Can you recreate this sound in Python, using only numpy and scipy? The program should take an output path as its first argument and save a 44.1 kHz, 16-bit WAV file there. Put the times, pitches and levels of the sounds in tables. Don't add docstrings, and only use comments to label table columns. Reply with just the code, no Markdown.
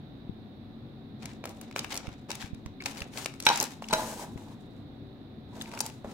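import sys
import numpy as np
from scipy import signal
from scipy.fft import rfft, irfft
from scipy.io import wavfile
from scipy.ndimage import uniform_filter1d

SR = 44100
rng = np.random.default_rng(int(sys.argv[2]) if len(sys.argv) > 2 else 0)


def put_to_file(sound):
    columns = np.atleast_2d(sound).T
    safe = np.clip(columns, -1, 1)
    whole_steps = np.round(safe * 32767)
    wavfile.write(sys.argv[1], SR, whole_steps.astype(np.int16))


N = 270333
HANDS_PAN_DB = 3.5


def undb(db):
    return 10 ** (np.asarray(db) / 20)


def unit(x):
    return x / np.sqrt(np.mean(x ** 2))


def band(x, lo_hz, hi_hz, order=2):
    limits_hz = [lo_hz, min(hi_hz, SR / 2.1)]
    return signal.sosfilt(signal.butter(order, limits_hz, "bandpass", fs=SR, output="sos"), x)


def over_hz(table, size=N):
    hz, value = np.transpose(table)
    return np.interp(np.log(np.fft.rfftfreq(size, 1 / SR) + 1), np.log(hz + 1), value)


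def walk(rate):
    k = int(SR / rate)
    levels = np.repeat(rng.standard_normal(N // k + 1), k)
    smooth = uniform_filter1d(uniform_filter1d(levels, k), k)
    return unit(smooth[:N])


def panned(x, pan_db):
    return x * undb(np.array([pan_db, -pan_db]) / 2).reshape(2, -1)


def add(track, s, sound):
    i = int(s * SR)
    n = min(sound.shape[-1], N - i)
    track[..., i:i + n] += sound[..., :n]


def fading(t60_s, force):
    return signal.lfilter([1], [1, -1000 ** (-1 / (t60_s * SR))], force)


# pitch in Hz, width in Hz, rms level in dB before swell and pan.
HUM = [(31, 3.9, -64.5), (62, 5.5, -62.5), (101.84, 8.4, -56), (132.6, 2.2, -61), (220.44, 3.2, -53.5),
       (233, 3.1, -61), (272.3, 24.5, -56.5), (326.8, 7, -63), (310, 9.1, -70.5), (383, 9.5, -64),
       (742, 53, -68)]
# pitch in Hz, relative level in dB per Hz.
AIR = [(12, -23), (20, -29.5), (69, -10), (128, -0.5), (189, -4.5), (212, -1.5), (265, -2.5), (416, -12.5),
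       (750, -19), (816, -21.5), (3140, -34.5), (3720, -24), (4930, -41), (15200, -103.5), (16500, -58)]
AIR_DB = -48
# pitch in Hz, likeness from 0 to 1.
AIR_LIKENESS = [(30, 0.3), (60, 0.9), (130, 0.93), (290, 0.91), (640, 0.7), (1400, 0), (3000, 0.07)]
# pitch in Hz, left minus right in dB.
AIR_BALANCE = [(60, 2.5), (300, 1.5), (1000, -1), (2400, 0), (4000, -9), (8000, 21.5)]


def kitchen(swell_db=0.5):
    hz = np.fft.rfftfreq(N, 1 / SR)
    broad = undb(over_hz(AIR))
    power = undb(AIR_DB) ** 2 * broad ** 2 / np.sum(broad ** 2)
    for centre_hz, width_hz, db in HUM:
        peak = 1 / (1 + (2 * (hz - centre_hz) / width_hz) ** 4)
        power = power + undb(db) ** 2 * peak / peak.sum()
    like = np.clip(over_hz(AIR_LIKENESS), 0, 1)
    mid, side = rfft(rng.standard_normal((2, N))) * np.sqrt(power * N / 4)
    ports = mid * np.sqrt(1 + like) + side * np.sqrt(1 - like) * np.array([[1], [-1]])
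    return irfft(panned(ports, over_hz(AIR_BALANCE)), N) * undb(swell_db * walk(4))


def port_hiss(db=-80, lo_hz=11000):
    return undb(db) * unit(band(rng.standard_normal((2, N)), lo_hz, 27000))


# time in seconds, push level in dB before filter and pan, push length in ms, left minus right in dB.
BUMPS = [(0.295, -32.5, 1.94, 27.5), (2.08, -33, 3, -24), (2.443, -32.5, 2.3, 15), (2.532, -33.5, 2.8, -26),
         (2.661, -35, 2.8, -23), (3.018, -33.5, 3.2, -20), (4.359, -28.5, 1.9, 13), (6.047, -31.5, 3.9, 0)]


def bumps(rebound=0.11, low_hz=35):
    out = np.zeros((2, N))
    for s, db, ms, pan_db in BUMPS:
        u = np.arange(-1.5, 5, 1000 / (ms * SR))
        push = np.exp(-(2 * u) ** 2)
        swing_back = rebound * np.exp(-(u - 1.6) ** 2)
        add(out, s - ms / 1000, panned(undb(db) * (swing_back - push), pan_db))
    return band(out, low_hz, 1000, order=1)


BITE_DB, BITE_S = 7, 0.015
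SAG_DB_PER_S, RELEASE_DB_PER_S = 24.5, 287.5
SETTLE_DB, SETTLE_DB_PER_S = -20, 34.5


def stroke(t, start, rise, length):
    u = np.maximum(t - start, 0)
    held = np.clip(u - rise, 0, length)
    after = np.maximum(u - length, 0)
    body = undb(BITE_DB * np.exp(-held / BITE_S) - SAG_DB_PER_S * held - RELEASE_DB_PER_S * after)
    settling = undb(SETTLE_DB - SETTLE_DB_PER_S * u)
    return np.minimum(u / rise, 1) ** 2 * (body + settling)


# pitch in Hz, relative level in dB, undamped time in seconds to fade by 60 dB.
TIN = [(300, -13, .1), (490, -11, .12), (632, -4, .22), (735, -11, .07), (865, 0, .1), (945, -1.5, .1),
       (1025, -11, .12), (1195, -12, .12), (1455, -9, .06), (1575, -6, .07), (2530, -13, .09),
       (3040, -12, .09), (3900, -2, .11), (5840, -9, .08)]


def tin(force, t60_s=0.055, low_db=-4, top_hz=1000, wander_db=2.5, bend=.025):
    out = 0
    for hz, db, t60 in TIN:
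        turn = np.exp(2j * np.pi * np.cumsum(hz * (1 + bend * walk(10))) / SR)
        gain = undb(db + low_db * (hz < 700) + wander_db * walk(35))
        gain = gain / np.hypot(1, (hz / top_hz) ** 2)
        out = out + np.imag(turn * fading(min(t60, t60_s), force * gain / turn))
    return out


def within(t, spans):
    return sum((t > a) & (t < b) for a, b in spans)


# start in seconds, rise in seconds,
# length in seconds, rustle level in dB, brightness above 7 kHz in dB against the rustle, tin scrape level in dB.
STROKES = [(1.181, 0.054, 0.15, -57.5, -14, -55), (1.436, 0.012, 0.13, -63, -2, -55.5),
           (1.607, 0.0067, 0.056, -64.5, -12, -60.5), (1.658, 0.031, 0.1, -62.5, -24, -69),
           (1.751, 0.012, 0.084, -52, -1.5, -48), (1.883, 0.072, 0.09, -44.5, -13, -49.5),
           (2.017, 0.017, 0.067, -55, -37, -55), (2.28, 0.016, 0.14, -49, -9.5, -55.5),
           (2.836, 0.028, 0.22, -53, -5.5, -49.5), (3.107, 0.075, 0.12, -42, -2.5, -53.5),
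           (3.37, 0.073, 0.25, -41.5, -6, -56), (3.459, 0.01, 0.13, -38.5, -17, -38.5),
           (3.579, 0.027, 0.06, -51, 1.5, -63.5), (3.818, 0.0046, 0.01, -52, -1.5, -53),
           (3.892, .01, 0.08, -52.5, -25.5, -49), (3.924, 0.0065, 0.32, -42, 3.5, -38),
           (4.354, 0.029, 0.17, -66, -2.5, -59), (5.457, 0.16, 0.23, -55, -4.5, -54),
           (5.688, 0.052, 0.13, -55.5, -8.5, -50.5), (5.815, 0.043, 0.051, -48.5, -0.5, -53),
           (6.038, 0.0087, 0.12, -56, -5, -48)]
# pitch in Hz, relative level in dB per Hz.
RUSTLE_COLOUR = [(400, -41.5), (800, 7), (1200, -2.5), (2000, -0.5), (3500, -2.5), (5500, -5.5),
                 (7000, -7.5), (11000, -17.5), (16500, -24)]
TIN_LOOSE = [(3.44, 4.55), (5.5, 5.95)]
SLIDES = [(3.14, 3.26), (3.47, 3.55), (3.95, 4.6), (5.95, 6.2)]


def rustle(grains_per_s=550, scatter_db=1.5, grain_t60_s=0.011, hiss_db=-3.0, patchy_db=5.5,
           scrape_patchy_db=5.0, width=0.8, dull_db=-5, grind_patchy_db=3.5):
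    t = np.arange(N) / SR
    start, rise, length, db, bright_db, tin_db = np.transpose(STROKES)
    strokes = np.array([stroke(t, *row) for row in zip(start, rise, length)])

    size = np.minimum(rng.exponential(size=N), 2.6)
    ticks = (rng.random(N) < grains_per_s / SR) * undb(scatter_db * size)
    grains = fading(grain_t60_s, ticks) * rng.standard_normal((2, N))
    folding = 1 - .55 * within(t, SLIDES)
    hiss = undb(hiss_db) * rng.standard_normal((2, N))
    sheet = (folding * unit(grains) + hiss) * undb(patchy_db * folding * walk(40))
    sheet = sheet[0] + width * sheet[1] * np.array([[1], [-1]])

    sheet = rfft(sheet) * undb(over_hz(RUSTLE_COLOUR))
    upper = 1 / (1 + (7000 / (np.fft.rfftfreq(N, 1 / SR) + 1)) ** 4)
    paper = unit(irfft(sheet * (1 - upper), N)) * (undb(db) @ strokes)
    paper = paper + unit(irfft(sheet * upper, N)) * (undb(db + bright_db) @ strokes)

    force = rng.standard_normal(N) * undb(scrape_patchy_db * walk(70))
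    rough = rng.standard_normal(N) * undb(grind_patchy_db * folding * walk(70))
    grind = unit(band(rough, 140, 750))
    loose = within(t, TIN_LOOSE)
    scrape = loose * unit(tin(force)) + undb(dull_db * loose) * grind
    return panned(paper, HANDS_PAN_DB), scrape * (undb(tin_db) @ strokes)


# time in seconds, peak in dB before panning, centre pitch in Hz.
CRACKS = [(1.224, -33, 2230), (1.2304, -33, 3000), (1.239, -39, 2000), (1.2565, -22.5, 4000),
          (1.275, -49, 2200), (1.3335, -42, 4300), (1.44, -28, 2370), (1.455, -20, 3260),
          (1.474, -33, 2500), (1.492, -31.5, 3920), (1.613, -26.5, 5400), (1.712, -33.5, 2360),
          (1.726, -38, 2730), (1.762, -17.5, 2220), (1.782, -23, 1780), (1.792, -13.5, 4020),
          (1.845, -20.5, 1730), (1.907, -35, 3480), (1.916, -32, 3000), (1.927, -21.5, 3370),
          (1.9428, -19.5, 4960), (1.9547, -21, 3990), (1.965, -22, 4450), (1.975, -15.5, 5470),
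          (2.004, -36, 1800), (2.0697, -29.5, 2430), (2.0897, -33.5, 1590), (2.3039, -19.5, 3350),
          (2.3152, -18, 3620), (2.353, -24, 4910), (2.409, -29, 3800), (2.425, -27, 2220),
          (2.459, -33.5, 2500), (2.546, -39.5, 3340), (2.661, -31.5, 2120), (2.814, -34.5, 1960),
          (2.8218, -29, 2310), (2.838, -31, 4200), (2.859, -13, 3500), (2.959, -35, 1800),
          (2.971, -29.5, 2880), (2.989, -32, 2200), (3.005, -28.5, 3140), (3.02, -22.5, 2400),
          (3.041, -40, 3700), (3.137, -35.5, 2830), (3.1744, -23, 2890), (3.1945, -39.5, 5140),
          (3.2144, -35, 4210), (3.246, -24, 4870), (3.259, -15, 2844), (3.297, -39.5, 2680),
          (3.339, -34, 2310), (3.4018, -18.5, 4480), (3.4247, -23, 4800), (3.436, -31, 5000),
          (3.453, -20, 5660), (3.458, -21, 6460), (3.466, -2, 2820), (3.489, -10, 4420),
          (3.5586, -15.5, 6170), (3.574, -14, 4700), (3.611, -14.5, 5090), (3.6267, -9, 7450),
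          (3.6396, -16, 5680), (3.824, -35, 2660), (3.8862, -25.5, 3740), (3.9304, -11.5, 1310),
          (3.935, -9, 3500), (4.3756, -38, 2030), (5.6116, -37, 3000), (5.62, -24.5, 5800),
          (5.6918, -36, 2920), (5.7155, -33, 3000), (5.737, -28, 1130), (5.748, -44, 2830),
          (5.7752, -26, 2000), (5.783, -36, 6500), (5.7902, -23.5, 6000), (5.8048, -9, 6050),
          (5.812, -18, 8200), (5.8527, -45, 3000), (5.863, -18.5, 6170), (5.899, -34, 3000)]
# pitch in Hz, gain in dB.
BOWL = [(1300, 3.5), (1800, -4.5), (2400, 2.5), (3300, -5.5), (4800, -1.5), (6500, 0)]
FOLD_LAG, FOLD_LAG_SPREAD = 2, 2.5


def cracks(octaves=0.76, width_spread=0.34, wide_db=-13, rise_s=0.0032, t60_s=0.0093, likeness=0.65,
           tick=0.66):
    paper, size, lead = np.zeros((2, N)), 2048, 256
    s, db, centre_hz = np.transpose(CRACKS)[:, :, None]
    t = np.maximum(np.arange(size) - lead, 0) / SR
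    noise = rng.standard_normal((len(CRACKS), 3, size))
    shape = (1 - np.exp(-t / rise_s)) * 1000 ** (-t / t60_s)

    hz = np.fft.rfftfreq(size, 1 / SR) + 1
    width = octaves * np.exp(width_spread * noise[:, 1, :1])
    colour = np.exp(-.5 * (np.log2(hz / centre_hz) / width) ** 2)
    colour = colour + undb(wide_db) / np.hypot(1, 300 / hz) / np.hypot(1, (hz / 8000) ** 2)
    colour = colour * undb(over_hz(BOWL, size))

    like = np.clip(likeness, 0, 1)
    ports = like * noise[:, :1] + np.sqrt(1 - like ** 2) * noise[:, 1:]
    bursts = ports * shape + tick * (np.arange(size) == lead)
    snaps = irfft(rfft(bursts) * colour[:, None], size)
    for k, snap in enumerate(snaps):
        pan_db = HANDS_PAN_DB + 2 * noise[k, 0, 0]
        lag = FOLD_LAG + int(FOLD_LAG_SPREAD * noise[k, 2, 0])
        snap = np.array([np.roll(snap[0], lag), snap[1]])
        add(paper, s[k, 0] - lead / SR, panned(snap * undb(db[k]) / np.abs(snap).max(), pan_db))
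    return paper


# start in seconds, peak in dB before panning, middle pitch in Hz, length in ms (at least 1 is played).
SQUEAKS = [(1.313, -46, 2230, 5), (2.803, -32, 2220, 7.7), (2.857, -25, 2356, 9.3), (3.004, -34, 4140, 4.1),
           (3.018, -29, 2540, 4.2), (3.6012, -7.5, 6640, 0.82), (3.611, -30.5, 2375, 6.5),
           (3.625, -26, 6200, 8.7), (3.821, -44, 2780, 6.5), (3.84, -35, 2780, 7), (3.882, -45, 2680, 9),
           (3.906, -33.5, 3970, 12), (5.612, -28, 3620, 4.6), (5.613, -36, 1640, 3.8),
           (5.658, -35.5, 2240, 1.8), (5.748, -40, 5400, 5)]


def squeaks(waver=0.079, octave_db=-10, rough_db=2.0):
    out = np.zeros((2, N))
    for (s, db, hz, ms), luck in zip(SQUEAKS, rng.standard_normal((len(SQUEAKS), 2, 1024))):
        u = np.arange(luck.shape[1]) / (max(ms, 1) / 1000 * SR)
        slow = np.array([unit(uniform_filter1d(row, size=40)) for row in luck])
        phase = 2 * np.pi * np.cumsum(hz * (1 + waver * slow[0])) / SR
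        tone = np.sin(phase) + undb(octave_db) * np.sin(2 * phase)
        tone = tone * undb(rough_db * slow[1]) * np.sin(np.pi * np.minimum(u, 1))
        add(out, s, panned(undb(db) * tone / np.abs(tone).max(), HANDS_PAN_DB))
    return out


# time in seconds, peak in dB before filter and pan, best excited pitch in Hz,
# extra level in dB of the modes over 1300 Hz, ring length from 0 to 1 (at least 0.05 is played).
KNOCKS = [(1.44, -25.5, 496, -17, 0), (1.455, -24.5, 700, -15, 0), (1.762, -17.5, 790, 2, 0.02),
          (2.305, -26, 950, 8, 0.38), (2.859, -21.5, 910, 7, 0.08), (3.259, -25, 600, -12, 0.1),
          (3.467, -5, 860, 11, 0.71), (3.487, -13, 865, 5, 0.73), (3.501, -10.5, 940, 2, 0.52),
          (3.511, -15.5, 910, -11.5, 0.44), (3.54, -30, 760, -7.5, 0.2), (3.612, -30, 750, -8, 0.35),
          (3.823, -25, 820, -20, 0.1), (3.909, -26, 920, 3, 0.6), (3.929, -12, 980, -6, 0.37),
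          (3.936, -13, 690, -3, 0.86), (4.018, -33, 630, -14, 0.77), (4.195, -32, 913, -20, 0.3),
          (5.806, -23.5, 900, 2, 0.37), (6.046, -27.5, 614, -22, 0.11)]


def knocks(blow_s=0.00048, fall_db_per_octave=16.5, lead_db=4.0, lead_octaves=0.3):
    out, t = np.zeros(N), np.arange(SR // 3) / SR
    hz, mode_db, t60 = np.transpose(TIN)[:, :, None]
    lucks = rng.standard_normal((len(KNOCKS), 2, len(TIN), 1))
    for (s, db, lead_hz, high_db, ring), luck in zip(KNOCKS, lucks):
        away = np.abs(np.log2(hz / lead_hz))
        spot_db = lead_db * np.exp(-(away / lead_octaves) ** 2) - fall_db_per_octave * away
        weight = undb(mode_db + np.where(hz > 1300, high_db, spot_db) + 1.5 * luck[0])
        fade = 1000 ** (-t / (t60 * np.clip(ring, .05, 1.5)))
        modes = -weight * np.sin(2 * np.pi * hz * t + np.pi * ring * luck[1]) * fade
        blow = modes.sum(axis=0) * (1 - 1000 ** (-t / blow_s))
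        add(out, s, undb(db) * blow / np.abs(blow).max())
    return band(out, 150, SR, order=2)


ROOM_T60_S, ROOM_DB, ROOM_TOP_HZ, ROOM_ALIKE_HZ = 0.33, -14, 4000, 1210


def room(x):
    t = np.arange(SR // 2) / SR
    mid, side = rng.standard_normal((2, len(t)))
    alike = band(mid, 160, ROOM_TOP_HZ, order=1)
    unlike = band(side, ROOM_ALIKE_HZ, ROOM_TOP_HZ, order=1) * np.array([[1], [-1]])
    tail = (alike + unlike) * 1000 ** (-t / ROOM_T60_S) * (t > .003)
    return signal.fftconvolve(x, undb(ROOM_DB) * tail / np.linalg.norm(tail[0]), axes=1)[:, :N]


LEFT_LAG = 5


def scene():
    sheet, scrape = rustle()
    slips, metal, air = squeaks(), panned(knocks() + scrape, 0.2), kitchen()
    for sound in (slips, metal, air):
        sound[0] = np.roll(sound[0], LEFT_LAG)
    near = cracks() + sheet + metal
    echoes = room(near + undb(-12) * slips)
    return near + slips + echoes + bumps() + air + port_hiss()


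def record(dry):
    return signal.sosfilt(signal.ellip(12, .2, 85, 15900, fs=SR, output="sos"), dry)


dry = scene()
out = record(dry)
put_to_file(out)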